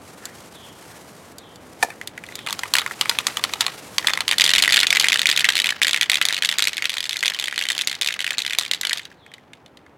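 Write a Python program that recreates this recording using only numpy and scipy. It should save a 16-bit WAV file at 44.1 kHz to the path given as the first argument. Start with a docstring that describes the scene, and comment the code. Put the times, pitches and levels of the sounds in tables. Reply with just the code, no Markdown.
"""A can of spray paint is shaken in a back yard: its mixing ball knocks singly, then each arm stroke rattles it.
Every blow rings modes of the paint-damped steel wall and adds a noise crack; noise makes the swirl of paint.
Before the shaking a plastic cap pops off, ringing modes of its own.
Shaped noise makes the rustling clothes and grass, a shoe scuff, a puff of air and distant traffic.
A far bird's falling calls are gliding sines; echoes and short noise tails make the yard."""
import sys
import numpy as np
from scipy import signal
from scipy.fft import rfft, irfft, next_fast_len
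from scipy.io import wavfile
from scipy.ndimage import uniform_filter1d, minimum_filter1d

SR = 44100
rng = np.random.default_rng(int(sys.argv[2]) if len(sys.argv) > 2 else 0)


def store_wav(level_fs):
    """Save 16-bit WAV to argv[1]."""
    pcm = np.round(np.clip(np.atleast_2d(level_fs), -1, 1) * 32767)
    wavfile.write(sys.argv[1], SR, pcm.T.astype(np.int16))


N = 439677
TIME = np.arange(N) / SR


def from_db(db):
    """Decibels to gain."""
    return 10 ** (np.asarray(db) / 20)


def rms_one(x):
    """Scale to unit power."""
    return x / np.sqrt(np.mean(x ** 2) + 1e-20)


def gain_curve(rows):
    """Gain in time from (time_s, level_db) rows, fading before the first and 0.1 s after the last."""
    s, db = np.transpose(rows)
    outside_s = np.maximum(s[0] - TIME, 0) + np.maximum(TIME - s[-1] - 0.1, 0)
    fade_db = np.minimum(200 * outside_s, 100)
    return from_db(np.interp(TIME, s, db) - fade_db)


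def swelling(middle_s, level_db, half_length_s):
    """Gain of a soft swell around a moment."""
    return from_db(level_db) / (1 + ((TIME - middle_s) / half_length_s) ** 4)


def filtered(x, hz, kind, order=2):
    """Butterworth filter."""
    sos = signal.butter(order, np.clip(hz, 10, 0.45 * SR), kind, fs=SR, output="sos")
    return signal.sosfilt(sos, x)


def noise(spectrum):
    """Unit-power noise with the given colour, falling away below its lowest point."""
    hz, db = np.transpose(spectrum)
    size = next_fast_len(N)
    f = np.maximum(np.arange(size // 2 + 1) * SR / size, 1)
    gain = from_db(np.interp(np.log(f), np.log(hz), db)) * np.minimum(f / hz[0], 1) ** 2
    white = rfft(rng.standard_normal(size))
    return rms_one(irfft(white * gain, size)[:N])


def drift(rate_hz):
    """Random wandering between rate_hz new targets a second, with unit power."""
    knots = rng.standard_normal(4000)
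    return rms_one(np.interp(TIME * rate_hz, np.arange(len(knots)), knots))


def add(track, s, sound):
    """Mix a sound into a track at a time."""
    at = max(round(s * SR), 0)
    track[at:at + len(sound)] += sound[:max(N - at, 0)]


def widened(mid, side, side_db):
    """Two closely spaced microphones hear almost the same."""
    return mid + from_db(side_db) * side * np.array([[1], [-1]])


def scatter(x, t60, low_hz, high_hz, rise_s):
    """Diffuse outdoor tail from fence, trees and grass: decaying band noise convolved with the sound."""
    t = TIME[:SR]
    envelope = from_db(-60 * t / t60) * (1 - np.exp(-t / rise_s)) ** 2
    tail = filtered(rng.standard_normal(SR), [low_hz, high_hz], "band", order=1) * envelope
    return signal.fftconvolve(x, tail / np.sqrt(np.sum(tail ** 2)))[:N]


# echoes from ground and bins: columns [delay_s, level_db]
YARD_ECHOES = [(.0036, -37), (0.0181, -24.5)]


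def yard(x):
    """A few near echoes and a faint, dull tail; the microphones differ mostly in the treble."""
    dull = filtered(x, 4700, "low", order=1)
    near = sum(from_db(db) * np.interp(TIME - delay, TIME, dull, left=0) for delay, db in YARD_ECHOES)
    tail = from_db(-27.0) * scatter(x, t60=0.25, low_hz=500, high_hz=3810, rise_s=0.0018)
    treble = filtered(x, 3600, "high")
    side = scatter(treble, t60=0.013, low_hz=300, high_hz=15000, rise_s=0.0002)
    balance = from_db([[-0.1], [0.1]])
    return widened(x + near + tail, side, side_db=-23.5) * balance


# level of the distant traffic over time: columns [time_s, relative level_db]
TRAFFIC_LEVEL = [(0.0, -45.5), (0.91, -46.5), (4.47, -44.5), (4.53, -43.5), (7.05, -52.5), (9.97, -52.5)]
# colour of the traffic: columns [freq_hz, density_db (per Hz)]
TRAFFIC_COLOUR = [(25, -29.5), (48, -17), (75, -2), (150, 1), (350, -1), (700, -3.5), (1200, -8.5),
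                  (2200, -15.5), (5000, -31.5), (15000, -40)]


def traffic():
    """Far rumble: bass-heavy noise riding a slow level curve."""
    rumble = widened(noise(TRAFFIC_COLOUR), noise(TRAFFIC_COLOUR), side_db=-18.0)
    return from_db(0.5) * gain_curve(TRAFFIC_LEVEL) * rumble


# calls of the far bird: columns [start_s, relative level_db]
CALLS = [(.53, -46), (1.381, -50), (2.329, -43), (9.179, -55.5)]


def bird():
    """A thin, broken call that slides down and holds, smeared by the trees."""
    t, calls = TIME[:SR // 3], np.zeros(N)
    start_hz, end_hz, slide_s, length_s = 4150, 3030, 0.055, 0.24
    for s, level_db in CALLS:
        slide = end_hz + (start_hz - end_hz) * np.exp(-t / slide_s)
        pitch_hz = slide * (1 + 0.06 * drift(450)[:len(t)])
        # quick to open, slow to close
        swell = np.sin(np.pi * np.minimum(t / length_s, 1) ** 0.39).clip(0)
        flutter = from_db(2.7 * drift(70)[:len(t)])
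        tone = np.sin(2 * np.pi * np.cumsum(pitch_hz) / SR)
        add(calls, s, from_db(level_db) * swell * flutter * tone)
    return 0.83 * calls + 0.4 * scatter(calls, t60=0.42, low_hz=1503, high_hz=7000, rise_s=0.0074)


# air pushed at the microphones by the hardest shaking: columns [middle_s, level_db, half_length_s]
AIR_PUFF = (4.6, -52.5, 0.089)


def draught():
    """A low puff of air on the microphones: swelling bass noise."""
    return swelling(*AIR_PUFF) * rms_one(filtered(rng.standard_normal(N), [22, 70], "band"))


def scuff():
    """A shoe slides through the grass: a narrow noise band that climbs in pitch."""
    middle_s, half_length_s, level_db = 0.265, 0.06, -47.5
    middle_hz, climb_octaves_per_s = 1740, 3.2
    slide_s = np.clip(TIME - middle_s, -2 * half_length_s, 2 * half_length_s)
    pitch_hz = middle_hz * 2 ** (climb_octaves_per_s * slide_s)
    # slow noise times a sine is a noise band around the sine
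    rasp = filtered(rng.standard_normal(N), 260, "low") * np.sin(2 * np.pi * np.cumsum(pitch_hz) / SR)
    return swelling(middle_s, level_db, half_length_s) * rms_one(rasp)


# movement of jeans, jacket and grass: columns [time_s, relative level_db]
RUSTLE_LEVEL = [(0.0, -50), (1.08, -49), (1.48, -60), (1.84, -48), (2.21, -60.5), (2.68, -43.5),
                (4.01, -46), (4.4, -51.5)]
# colour of cloth and grass: columns [freq_hz, density_db (per Hz)]
RUSTLE_COLOUR = [(400, 7), (1000, 6), (2000, 3.5), (4000, 1), (8000, 0), (12000, -4), (15500, -14.5)]
# single swishes of a sleeve or trouser leg: columns [middle_s, level_db, half_length_s]
CLOTH_SWISHES = [(.93, -53.5, .04), (1.924, -44, 0.0093)]


def rustle():
    """Cloth and grass brush in uneven grains of noise, with a few soft swishes."""
    grains = rms_one(from_db(2.3 * drift(150) + 2.3 * drift(52) + 0.8 * drift(11)))
    brushing = widened(noise(RUSTLE_COLOUR), noise(RUSTLE_COLOUR), side_db=-26.5)
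    swell = sum(swelling(*swish) for swish in CLOTH_SWISHES)
    swishes = swell * rms_one(filtered(rng.standard_normal(N), [1400, 2100], "band"))
    return from_db(3.0) * gain_curve(RUSTLE_LEVEL) * grains * brushing + swishes


# colour of the contact crack: columns [freq_hz, density_db (per Hz)]
CRACK_COLOUR = [(260, -13.5), (600, -6.5), (1200, -6), (3500, 1), (5600, 4), (8500, 2), (12000, -3),
                (15500, -17)]


def struck(blows, modes, focus_octaves, spread_db, detune, crack_db, crack_s, hardening_db, snap, snap_s):
    """Each blow rings the modes near its tone most: soft blows ping, hard blows snap and crack."""
    t, head = TIME[:SR // 20], round(0.0043 * SR)  # blows are levelled over their first 4.3 ms
    hz, mode_db, t60 = np.transpose(modes)
    decay = from_db(-60 * t / t60[:, None]) * (1 - np.exp(-t / 0.00026))
    first_swing = np.exp(-(t / snap_s) ** 4)
    crack_shape = (1 - np.exp(-t / 0.0001)) / (1 + t / crack_s) ** 2
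    cracks, out = noise(CRACK_COLOUR), np.zeros(N)
    for s, level_db, tone_hz in blows:
        hardness = tone_hz / np.median(hz)
        strength, shift, phase = rng.standard_normal((3, len(hz)))
        if level_db < -65:  # too faint to hear
            continue
        distance = np.log2(hz / (0.93 * tone_hz)) / (focus_octaves * hardness)
        weight = from_db(mode_db + spread_db * strength) / (1 + distance ** 2)
        # the place of contact and the moving load change every mode a little
        mode_hz = hz * (1 + detune * shift)
        angle = 2 * np.pi * (mode_hz[:, None] * t + phase[:, None])
        # a strong first swing at the point of contact spreads into a weaker ring of the whole wall
        # light touches have no such swing and ring on for longer
        force = np.clip((level_db + 36) / 18, 0, 1)
        ring = weight @ (np.sin(angle) * decay ** (0.9 + 0.17 * force))
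        ring = ring * (1 + snap * hardness * force * first_swing)
        crack = cracks[round(s * SR):][:len(t)] * crack_shape
        crack_gain = from_db(crack_db + hardening_db * np.log2(hardness))
        blow = ring / np.std(ring[:head]) + crack_gain * crack / np.std(crack[:head])
        add(out, s, from_db(level_db) * blow / np.std(blow[:head]))
    # so small a body radiates no bass
    return filtered(out, 170, "high")


# the cap pops off in a quick burst of knocks, followed by faint echoes:
# columns [start_s, level_db, tone_hz (nominal)]
CAP_POP = [(1.8266, -12.5, 2300), (1.8295, -12.5, 1520), (1.8331, -12.5, 800), (1.8462, -25, 640),
           (1.886, -33, 685), (1.903, -30.5, 1890)]
# modes of the hollow cap: columns [freq_hz, level_db, t60_s], all nominal
CAP_MODES = [(245, 4, 0.05), (454, 1, 0.023), (680, -3, 0.037), (826, 4, 0.025), (930, -10, 0.035),
             (1230, -4, 0.044), (1760, 7, 0.028), (1880, -6, 0.033), (2330, 4, 0.036), (2520, 1, 0.048),
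             (3620, 1, 0.022), (4400, 2, 0.026)]


def cap():
    """The plastic cap pops off the rim: a burst of knocks and their faint echoes, voiced by the cap's modes."""
    return struck(CAP_POP, CAP_MODES, focus_octaves=0.78, spread_db=0.5, detune=0.0069, crack_db=-10.5,
                  crack_s=0.0024, hardening_db=3.0, snap=0.81, snap_s=0.0033)


# modes of the hollow gas space above the paint while the can is upright:
# columns [freq_hz, level_db, t60_s], all nominal
HOLLOW_MODES = [(887, -9, 0.087), (1018.5, 2, 0.032), (1232, 4.5, 0.034), (1388, -4.5, 0.061)]
# how strongly they speak: columns [time_s, level_db]
HOLLOW_LEVEL = [(2.45, -5.5), (2.75, -2.5), (3.7, -3), (4.22, -5.5), (4.5, -17)]


def hollow(knocks):
    """The gas space rings under the blows; its level varies less from blow to blow than the clack."""
    last_s = HOLLOW_LEVEL[-1][0]
    thuds = [(s, -17.5 + 0.33 * db, 1100) for s, db, _ in knocks if s < last_s and db > -38]
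    ring = struck(thuds, HOLLOW_MODES, focus_octaves=1.6, spread_db=3.0, detune=0.08, crack_db=-25,
                  crack_s=0.003, hardening_db=-4, snap=1.0, snap_s=0.0048)
    return ring * gain_curve(HOLLOW_LEVEL)


# ball rolling and paint swirling between blows: columns [freq_hz, density_db (per Hz)]
SWIRL_COLOUR = [(130, -16), (400, -6.5), (800, -2), (1300, 2.5), (2000, 4.5), (3500, 1.5), (5500, -4.5),
                (9000, -18), (15000, -22.5)]


def swirl(ball):
    """Grainy noise of moving paint that follows the ball's power with a 40 ms memory."""
    keep = np.exp(-1 / (0.04 * SR))
    stirring = np.sqrt(signal.lfilter([1 - keep], [1, -keep], ball ** 2 + 1e-18))
    grains = rms_one(from_db(5.9 * drift(260)))
    return from_db(-15.5) * stirring * noise(SWIRL_COLOUR) * grains


# the clack grows duller as paint coats the wall: columns [time_s, treble_db]
WALL_TREBLE = [(0, 13), (3.3, 3.5), (4.3, -3), (6, -3.5), (9.9, -5)]


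def coated(blows):
    """Paint on the wall takes the top off the clack over time."""
    treble = blows - filtered(blows, 13000, "low", order=1)
    return blows + (gain_curve(WALL_TREBLE) - 1) * treble


# the ball falls against the wall as the can is tilted: columns [start_s, level_db, tone_hz (nominal)]
# tone is low for a soft blow through paint, high for a hard dry one
SINGLE_KNOCKS = [(0.2545, -31.5, 6000), (1.3832, -38, 5540), (1.558, -44, 4900), (2.0138, -27.5, 2010),
                 (2.074, -27, 4230), (2.1775, -28.5, 1960), (2.2383, -32, 2260), (2.2644, -41, 4200),
                 (2.288, -34.5, 2090), (2.3225, -36.5, 2360), (2.3545, -28, 6500), (2.3904, -31.5, 2760),
                 (2.527, -21, 4440), (2.5913, -25, 4340), (2.6341, -20, 2460), (2.8624, -20, 2070),
                 (2.9109, -25.5, 1580), (3.011, -10, 3400), (3.0567, -24, 2300), (3.0946, -7, 4000),
                 (3.187, -13.5, 3120), (3.2683, -12, 4350), (3.3705, -17.5, 3200), (3.439, -10.5, 3870),
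                 (3.5364, -18.5, 3580), (3.6075, -5.5, 4400), (3.665, -13, 3470), (3.9821, -11.5, 3750),
                 (4.0453, -23, 2000), (4.135, -15.5, 3280), (4.1741, -17.5, 2540), (4.2057, -16, 3360),
                 (9.0528, -32, 3330), (9.1154, -43, 1900), (9.2636, -42, 2300), (9.3166, -43, 2300),
                 (9.3384, -35, 3300), (9.381, -44.5, 2000), (9.5334, -37.5, 2720), (9.6613, -43.5, 3300),
                 (9.7718, -43, 3380), (9.864, -45.5, 1720)]


def rebounds():
    """After a knock the ball drops back once, softly: (start_s, level_db, tone_hz)."""
    delay_s, loss_db, rebound_hz = 0.015, 17.5, 2480
    s, db, _ = np.transpose(SINGLE_KNOCKS)
    late, louder, higher = rng.standard_normal((len(s), 3)).T
    times = s + delay_s * np.exp(0.29 * late)
    return list(zip(times, db - loss_db + 2.5 * louder, rebound_hz * 2 ** (0.25 * higher)))


# arm strokes throw the ball across the can and set it rattling:
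# columns [start_s, first_blow_db, first_tone_hz (nominal), rattle_length_s, rattle_db]
ARM_STROKES = [(2.464, -28, 3400, .04, -26.5), (2.7375, -10, 4300, 0.031, -12.5),
               (2.7844, -13, 3100, 0.023, -19.5), (4.0709, -8, 3460, .03, -19),
               (4.2798, -13.5, 4300, 0.043, -14), (4.383, -8.5, 4200, 0.037, -9.5),
               (4.4403, -5.5, 4430, 0.089, -14), (4.5356, -4, 3240, 0.063, -12.5),
               (4.6232, -5.5, 4100, 0.048, -14), (4.6776, -10.5, 2300, .025, -12.5),
               (4.723, -10, 3220, 0.075, -8.5), (4.802, -10, 3500, 0.034, -12),
               (4.8686, -10.5, 3460, 0.016, -25), (4.9047, -7.5, 3450, 0.068, -14),
               (4.9978, -5.5, 4200, 0.031, -14), (5.043, -7, 2580, 0.03, -17.5),
               (5.0845, -10.5, 3950, 0.14, -15.5), (5.193, -13, 3400, 0.036, -16.5),
               (5.2568, -9, 2650, 0.067, -12), (5.363, -15.5, 3370, 0.039, -13.5),
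               (5.444, -6.5, 2450, 0.0083, -12), (5.4882, -4.5, 2940, 0.047, -21),
               (5.554, -15.5, 3380, 0.068, -15.5), (5.643, -14.5, 2870, 0.063, -15.5),
               (5.8173, -8.5, 2540, 0.022, -10), (5.8688, -15.5, 3720, 0.038, -17),
               (5.9318, -14, 3230, 0.045, -16.5), (6.0113, -10, 3400, 0.016, -14.5),
               (6.0976, -8, 3320, 0.073, -17), (6.214, -11, 2420, 0.011, -17),
               (6.2529, -12, 4400, 0.0063, -24), (6.2861, -14.5, 3840, 0.091, -20.5),
               (6.4227, -14, 2940, 0.04, -17), (6.4898, -12.5, 3350, 0.045, -21.5),
               (6.5844, -14, 4200, 0.099, -16.5), (6.7316, -23.5, 3300, .012, -31),
               (6.7688, -22, 3400, 0.022, -23), (6.8226, -17.5, 2770, 0.032, -18.5),
               (6.8946, -18, 3330, .056, -26.5), (6.9693, -21.5, 3070, 0.087, -23),
               (7.0937, -18.5, 4200, 0.11, -24.5), (7.2279, -16.5, 2940, 0.074, -17),
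               (7.337, -27, 3630, .018, -23.5), (7.3887, -22, 3060, 0.096, -22.5),
               (7.511, -29.5, 3100, .052, -26.5), (7.5782, -17, 2930, 0.097, -23),
               (7.687, -17, 3560, 0.03, -17), (7.7502, -25.5, 3300, .008, -33),
               (7.7793, -19.5, 4500, 0.039, -20), (7.873, -14, 4970, 0.068, -21),
               (8.013, -17, 4260, 0.12, -20), (8.1915, -21.5, 2600, 0.11, -23),
               (8.3064, -17, 3100, 0.014, -17), (8.3822, -16, 4230, 0.035, -20.5),
               (8.449, -23, 2780, 0.096, -22.5), (8.5858, -11, 4800, 0.081, -24.5),
               (8.713, -13.5, 3600, 0.027, -20), (8.812, -19.5, 4900, 0.059, -20.5),
               (8.895, -18.5, 3400, 0.035, -17.5), (8.9734, -25.5, 3900, 0.036, -31)]


def airborne_db(times, start):
    """Loss of contact in dB as the ball leaves the wall and flies free before the next stroke lands."""
    flight_s, loss_db = 0.028, 24.5
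    landing = min([stroke[0] for stroke in ARM_STROKES if stroke[0] > start], default=TIME[-1])
    return loss_db * np.maximum(1 + (times - landing) / flight_s, 0) ** 2


def rattles(count):
    """The ball bounces unevenly between walls during a stroke, then settles: (start_s, level_db, tone_hz)."""
    bounce_s, unevenness, spread_db, settle_db_per_s = 0.0138, 0.38, 4.0, 1000
    bounce_hz, spread_octaves, tone_memory = 3180, 0.2, 0.14  # memory: share kept of the first blow's tone
    bounces = []
    for s, _, tone_hz, length, level_db in ARM_STROKES:
        late, louder, higher = rng.standard_normal((3, count))
        flights = np.exp(unevenness * np.clip(late, -1.5, 1.5))
        after = bounce_s * np.cumsum(flights / flights.mean())
        # a hard bounce spends the ball's speed, so the next tends to be soft
        uneven_db = spread_db * np.tanh(louder - np.roll(louder, 1))
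        settling_db = settle_db_per_s * np.maximum(after - length, 0)
        bounce_db = level_db + uneven_db - settling_db - airborne_db(s + after, s)
        tone = bounce_hz * (tone_hz / bounce_hz) ** tone_memory * 2 ** (spread_octaves * higher)
        bounces += zip(s + after, bounce_db, tone)
    return bounces


# modes of the filled can: columns [freq_hz, level_db, t60_s], all nominal
CAN_MODES = [(1060, -11, 0.0051), (1440, -6.5, 0.037), (1703, 2, 0.018), (1908, 2.5, 0.021),
             (2051, 1.5, 0.024), (2260, 0, 0.02), (2534, -1, 0.021), (2876, -4.5, 0.03), (3136, -2, 0.027),
             (3423, 1, 0.022), (3625, 1.5, 0.022), (3850, 3, 0.016), (4310, 0.5, 0.027),
             (4737, -0.5, 0.025), (5220, -6, 0.025), (6320, -5, 0.032), (6930, 0, 0.033), (7780, 3.5, 0.02)]


def skitter(count):
    """During each stroke and briefly after it, the ball grazes the wall in small fading touches."""
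    graze_loss_db, graze_hz = 10.5, 2680
    roll_on_s, roll_fade_db_per_s = 0.03, 248.5
    touches = []
    for s, _, _, length, level_db in ARM_STROKES:
        louder, higher = rng.standard_normal((2, count))
        after = 0.005 + (length + roll_on_s) * (np.arange(count) + rng.random(count)) / count
        fading_db = roll_fade_db_per_s * np.maximum(after - length, 0) + airborne_db(s + after, s)
        touch_db = level_db - graze_loss_db - fading_db + 3 * louder
        touches += zip(s + after, touch_db, graze_hz * 2 ** (0.27 * higher))
    return struck(touches, CAN_MODES, focus_octaves=0.77, spread_db=8.0, detune=0.03, crack_db=-15.5,
                  crack_s=0.0011, hardening_db=6.5, snap=0.3, snap_s=0.002)


def can():
    """The ball's blows and grazes ring the wall, and the grainy swirl of paint follows them."""
    first_blows = [stroke[:3] for stroke in ARM_STROKES]
    knocks = list(SINGLE_KNOCKS) + rebounds() + first_blows + rattles(count=10)
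    blows = struck(knocks, CAN_MODES, focus_octaves=0.52, spread_db=3.0, detune=0.024, crack_db=-8.0,
                   crack_s=0.0019, hardening_db=8.0, snap=0.89, snap_s=0.0018)
    ball = coated(from_db(1.0) * blows) + from_db(1.5) * skitter(count=4)
    return ball + hollow(knocks) + swirl(ball)


def scene():
    """Can and cap close by, the neighbourhood behind."""
    close = yard(can() + cap())
    return close + rustle() + scuff() + draught() + bird() + traffic()


def record(dry):
    """A fast limiter holds the sharpest blows just under full scale; then the top is cut."""
    ceiling, window = 0.98, 45  # window in samples
    cutoff_hz = 16200
    allowed = ceiling / np.maximum(np.abs(dry).max(axis=0), ceiling)
    gain = uniform_filter1d(minimum_filter1d(allowed, window), window)
    top_cut = signal.ellip(10, 0.1, 70, cutoff_hz, fs=SR, output="sos")
    return signal.sosfilt(top_cut, dry * gain)


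dry = scene()
out = record(dry)
store_wav(out)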